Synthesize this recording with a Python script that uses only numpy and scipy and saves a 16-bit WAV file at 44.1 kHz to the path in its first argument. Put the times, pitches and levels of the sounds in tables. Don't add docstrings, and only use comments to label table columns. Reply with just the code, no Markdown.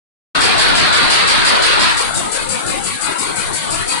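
import sys
import numpy as np
from scipy import signal
from scipy.fft import rfft, irfft
from scipy.io import wavfile
from scipy.ndimage import uniform_filter1d, minimum_filter1d, map_coordinates

SR = 44100
rng = np.random.default_rng(int(sys.argv[2]) if len(sys.argv) > 2 else 0)


def transcribe(signal):
    frames = np.atleast_2d(signal).T
    limited = np.clip(frames, -1, 1)
    pcm = np.round(limited * 32767).astype(np.int16)
    wavfile.write(sys.argv[1], SR, pcm)


N = 176400
TIME_S, BIN_HZ = np.arange(N) / SR, np.arange(N // 2 + 1) * SR / N
FIRST_PICK_S, PICK_S = 0.4035, 0.17359

# time in seconds, hiss gain in dB, rattle gain in dB.
PHONE_MOVES = [(.35, -2, -0.5), (1.1, 0, -8), (1.8, -1, -8), (2.2, -1, -2), (2.8, -1.5, 0), (3.3, -1.5, -1),
               (3.58, -1, -5.5), (3.76, -1.5, -3.5), (3.93, 1, 3.5)]


def nozzles(sputter_db=0.75):
    # frequency in Hz, left and right density in dB per Hz.
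    main_spectrum = [(700, -67, -63), (2000, -81, -67), (3750, -74, -63), (4600, -45.5, -49.5),
                     (4810, -51, -52), (5460, -59.5, -55), (6100, -61, -62.5), (7040, -55, -80),
                     (7640, -52.5, -59), (8100, -53.5, -92), (9350, -54, -69), (9870, -54, -75),
                     (10650, -65, -101)]
    relay_spectrum = [(686, -61.5, -63), (1860, -49.5, -53), (3070, -53.5, -51.5), (4600, -52.5, -48),
                      (5480, -65.5, -64), (6050, -66, -66.5), (8000, -66, -77), (9400, -59.5, -70.5),
                      (11000, -66.5, -91)]
    sputter = undb(sputter_db * wander(per_s=300))
    main = colour(rng.standard_normal((2, N)), main_spectrum) * sputter
    main *= pick_envelope(delay_s=0, rise_s=0.0045, hold_s=0.049, fade_s=0.019)
    relay = colour(rng.standard_normal((2, N)), relay_spectrum)
    relay *= pick_envelope(delay_s=0, rise_s=0.035, hold_s=0.086, fade_s=0.026)
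    return main + relay


def frame_rattle(left_db=-17.5, right_db=-31):
    # delay after the pick in seconds, relative dB, decay in seconds.
    blows = [(.012, -5.5, .015), (0.038, 3, .02), (0.058, 3, 0.015), (.078, 0.5, 0.034), (.104, -14, .015),
             (0.122, -17, 0.016)]
    # frequency in Hz, relative energy in dB, T60 in seconds.
    modes = [(291, -13, 0.1), (517, -3, 0.034), (668, -10.5, 0.052), (951, -2.5, 0.039), (1082, -1, 0.057),
             (1420, 3.5, 0.0082), (1550, -4, 0.021), (1660, -7, 0.028), (2090, -5.5, 0.042),
             (2510, 2, 0.044), (2850, -12, 0.059), (4240, -11, 0.027)]
    force = np.sqrt(sum((undb(db) * pick_envelope(delay_s, 0.0012, 0, decay_s, accent_db=1.54)) ** 2
                        for delay_s, db, decay_s in blows))
    t = np.arange(SR // 5) / SR
    ring = np.zeros(len(t))
    for hz, db, t60_s in modes:
        envelope = undb(db) / np.sqrt(t60_s) * np.exp(-np.log(1000) * t / t60_s)
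        ring += envelope * np.sin(2 * np.pi * (hz * t + rng.random()))
    impacts = clicks(per_s=2400, spread_db=3.5) * force
    rattle = signal.fftconvolve(impacts, ring[None], axes=1)[:, :N]
    return rattle / rattle.std() * undb([[left_db], [right_db]])


def beat_up(rise_s=0.0031, fade_s=0.017):
    # start within the cycle in seconds, gain in dB.
    thuds = [(0.017, -1.5), (0.047, 0.5), (0.078, -2), (0.114, 3), (.25, 2), (0.28, 4.5)]
    # frequency in Hz, left and right density in dB per Hz.
    spectrum = [(61, -68, -78), (123.2, -47.5, -48.5), (202, -56.5, -55.5), (260, -46.5, -52.5),
                (325, -49.5, -54), (508, -56.5, -62), (900, -69.5, -87)]
    force = np.sqrt(sum((undb(db) * pick_envelope(start_s, rise_s, 0, fade_s, picks=2)) ** 2
                        for start_s, db in thuds))
    return colour(rng.standard_normal((2, N)) * force, spectrum)


def drive(throb_db=2.5):
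    # frequency in Hz, density in dB per Hz.
    spectrum = [(20, -80), (45, -54), (60, -78), (100, -47.5), (140, -52.5), (250, -50), (500, -56),
                (1000, -55.5), (2000, -82)]
    # cycles per pick, left rms level in dB.
    partials = [(4.5, -35), (5, -26.5), (12.5, -43), (17.5, -36.5)]
    cycle = round(2 * PICK_S * SR)
    rumble = colour(rng.standard_normal((2, cycle))[:, np.arange(N) % cycle], spectrum)
    hum = sum(np.sqrt(2) * undb(db) * np.sin(2 * np.pi * (per_pick * TIME_S / PICK_S + rng.random()))
              for per_pick, db in partials)
    return rumble * undb(throb_db * wander(per_s=18)) + hum * np.array([[1], [-0.87]])


def gear_whine():
    # centre in Hz, width in Hz, left and right level in dB.
    lines = [(927, 37, -31, -40), (1476, 43, -28.5, -37), (1704, 14, -38, -45), (2125, 39, -36, -41),
             (2490, 25, -38.5, -38), (4250, 100, -46, -32), (7750, 120, -39, -57)]
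    gain = sum(undb([[left], [right]]) * np.exp(-((BIN_HZ - hz) / width_hz) ** 2) / np.sqrt(width_hz)
               for hz, width_hz, left, right in lines)
    return irfft(rfft(rng.standard_normal((2, N))) * gain, N) * np.sqrt(SR / 2)


def brief_tones(per_s=700, low_hz=552, high_hz=5022, mean_t60_s=0.062, range_db=12.5):
    # frequency in Hz, left and right band level in dB.
    spectrum = [(494, -62, -66), (963, -56.5, -63), (1482, -61.5, -66.5), (2530, -66, -67.5),
                (4330, -71.5, -66.5), (5200, -74, -72)]
    t = np.arange(SR // 8) / SR
    tones = np.zeros((2, N + len(t)))
    for when, pitch, size, length, stream in rng.random((round(per_s * N / SR), 5)):
        hz = low_hz + (high_hz - low_hz) * pitch
        t60_s = mean_t60_s * (0.5 + length)
        ring = np.sin(2 * np.pi * hz * t) * np.exp(-np.log(1000) * t / t60_s)
        start = int(when * N)
        tones[int(2 * stream), start:start + len(t)] += undb(range_db * size) * ring
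    return colour(tones[:, :N] / tones.std(), spectrum)


def hall_roar():
    # frequency in Hz, left and right density in dB per Hz.
    spectrum = [(19.8, -55, -45.5), (60, -55.5, -57.5), (117, -50, -52), (256, -48.5, -53.5),
                (403, -49.5, -52.5), (570, -50, -60.5), (970, -47.5, -54), (1440, -42.5, -49),
                (2010, -50, -53), (2960, -52, -55.5), (3930, -52.5, -47.5), (4710, -57, -53),
                (5220, -62, -62.5), (6300, -66, -69), (7700, -65.5, -75), (8840, -59.5, -81),
                (10540, -68, -109)]
    return colour(clicks(per_s=9000, spread_db=2), spectrum)


def pick_envelope(delay_s, rise_s, hold_s, fade_s, accent_db=0, picks=1, scatter_db=0.36):
    def shape(age_s):
        return np.minimum(age_s / rise_s, 1) * np.exp(-np.maximum(age_s - rise_s - hold_s, 0) / fade_s)

    period_s = picks * PICK_S
    cycle, age_s = np.divmod(TIME_S - FIRST_PICK_S - delay_s + 4 * period_s, period_s)
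    cycle = cycle.astype(int)
    size = undb(scatter_db * rng.standard_normal(40) + accent_db * (-1) ** np.arange(40))
    return size[cycle + 1] * shape(age_s) + size[cycle] * shape(age_s + period_s)


def clicks(per_s, spread_db):
    hits = (rng.random((2, N)) < per_s / SR) * np.sign(rng.standard_normal((2, N)))
    hits *= undb(spread_db * rng.standard_normal((2, N)))
    return hits / hits.std()


def wander(per_s):
    return 1.2 * np.interp(TIME_S * per_s, np.arange(2048), rng.standard_normal(2048))


def colour(pair, spectrum):
    # frequency in Hz, correlation.
    likeness = [(30, -0.86), (80, -0.86), (130, -0.85), (250, -0.85), (500, -0.65), (1000, -0.48),
                (1600, -0.049), (10000, -0.093)]
    correlation = log_interp(likeness, BIN_HZ)[0]
    mid, side = rfft(pair) * np.sqrt([(1 + correlation) / 2, (1 - correlation) / 2])
    gain = undb(log_interp(spectrum, BIN_HZ))
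    return irfft(np.array([mid + side, mid - side]) * gain, N) * np.sqrt(SR / 2)


def log_interp(table, hz):
    row_hz, *columns = np.array(table, float).T
    return np.array([np.interp(np.log(hz + 1e-3), np.log(row_hz), column) for column in columns])


def undb(db):
    return 10 ** (np.asarray(db) / 20)


def band_ripple(x, ripple_db=1.78, notch_db=2, ripple_hz=75, ripple_s=0.075, hiss_hz=4500):
    hz, t, bands = signal.stft(x, SR, nperseg=2048, noverlap=1536)
    grid = np.meshgrid(hz / ripple_hz, t / ripple_s, indexing="ij")
    ripple = map_coordinates(rng.standard_normal((512, 128)), grid, mode="mirror")
    move_s, hiss_db, _ = np.array(PHONE_MOVES).T
    octaves = np.log2((hz[:, None] + 1) / hiss_hz)
    shift_db = np.exp(-(octaves / 0.42) ** 2) * np.interp(t, move_s, hiss_db)
    bands *= undb(ripple_db * ripple - notch_db * np.minimum(ripple, 0) ** 2 + shift_db)
    return signal.istft(bands, SR, nperseg=2048, noverlap=1536)[1][:, :N]


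def suppressor(x, learn_s=1.56, engage_s=0.25, smooth_s=0.053, smooth_hz=149.74, hole_db=13):
    # frequency in Hz, left and right cut in dB.
    depths = [(30, 9.5, 11), (89.5, 12.5, 15), (149, 7, 9.5), (217, 9.5, 8.5), (303, 8, 14.5),
              (520, 10, 11.5), (590, 13, 13), (786, 10, 10), (870, 8, 9.5), (1500, 13, 14),
              (1740, 14.5, 16.5), (2240, 11.5, 11.5), (2480, 16.5, 13.5), (3960, 14, 15.5),
              (5500, 11.5, 11.5), (6650, 4, 5.5), (7900, 0, -1.5), (11000, -0.5, 3)]
    hz, t, bands = signal.stft(x, SR, nperseg=1024, noverlap=896)
    learn, engage, smooth, half_pick = (round(s / t[1]) for s in (learn_s, engage_s, smooth_s, PICK_S / 2))
    power = uniform_filter1d(abs(bands) ** 2, round(smooth_hz / hz[1]), axis=1)
    power = np.maximum(uniform_filter1d(power, smooth, axis=2), 1e-18)
    slow_power = np.maximum(uniform_filter1d(power, half_pick, axis=2, origin=(half_pick - 1) // 2), 0)
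    noise = minimum_filter1d(slow_power, learn, axis=2, origin=(learn - 1) // 2, mode="constant")
    nearness = 2.63 * noise / power
    hole = np.interp(nearness.mean(0), [1.41, 2.23], [0, 1]) / (1 + (hz[:, None] / 980) ** 2)
    cut_db = log_interp(depths, hz)[:, :, None] * np.minimum(nearness, 1) ** 0.35 + hole_db * hole
    engaged = uniform_filter1d(1. * (noise > 1e-12), engage, axis=2, origin=(engage - 1) // 2)
    return signal.istft(bands * undb(-engaged * cut_db), SR, nperseg=1024, noverlap=896)[1][:, :N]


def limiter(x, threshold_db=-11, window_s=0.02, ratio=2.2, ceiling=1.44):
    rms = np.sqrt(np.maximum(uniform_filter1d(x ** 2, round(window_s * SR), axis=1), 1e-12))
    held = x * np.minimum(undb(threshold_db) / rms, 1) ** (1 - 1 / ratio)
    return ceiling * np.tanh(held / ceiling)


def bass_flicker(x, below_hz=296, flicker_db=3.5, cap_db=4.5):
    # time in seconds, gain in dB before flicker and cap.
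    contour = [(0.379, 2), (.43, -7), (.48, 3), (.52, -12), (.575, 8), (.64, -16), (.7, 4.5), (.745, 5),
               (.775, -11), (.81, 5), (.88, 0), (.925, -3), (.955, -3), (1.0, -5), (1.04, 10), (1.09, -6),
               (1.16, 1), (1.22, -7), (1.28, -2), (1.325, -24), (1.385, -1), (1.45, -24), (1.52, -5),
               (1.585, -61), (1.7, -34), (1.78, 1.5), (1.9, -15), (1.991, -2), (2.8, 8)]
    bass = signal.sosfiltfilt(signal.butter(4, below_hz, fs=SR, output="sos"), x.mean(0))
    gain_db = np.interp(TIME_S, *np.array(contour).T) + flicker_db * wander(per_s=18)
    return x + bass * (undb(np.minimum(gain_db, cap_db)) - 1)


def scene():
    move_s, _, rattle_db = np.array(PHONE_MOVES).T
    rattle_gain = undb(np.interp(TIME_S, move_s, rattle_db))
    near = nozzles() + rattle_gain * frame_rattle() + brief_tones() + beat_up() + drive()
    return band_ripple(near + gear_whine() + hall_roar())


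def record(dry):
    start_s, fade_in_s, low_hz, top_hz = 0.3473, 0.0073, 18, 10600
    opened = dry * np.clip((TIME_S - start_s) / fade_in_s, 0, 1)
    held = bass_flicker(limiter(suppressor(opened)))
    held = signal.sosfilt(signal.butter(2, low_hz, "high", fs=SR, output="sos"), held)
    return signal.sosfilt(signal.ellip(10, 0.2, 80, top_hz, fs=SR, output="sos"), held)


dry = scene()
out = record(dry)
transcribe(out)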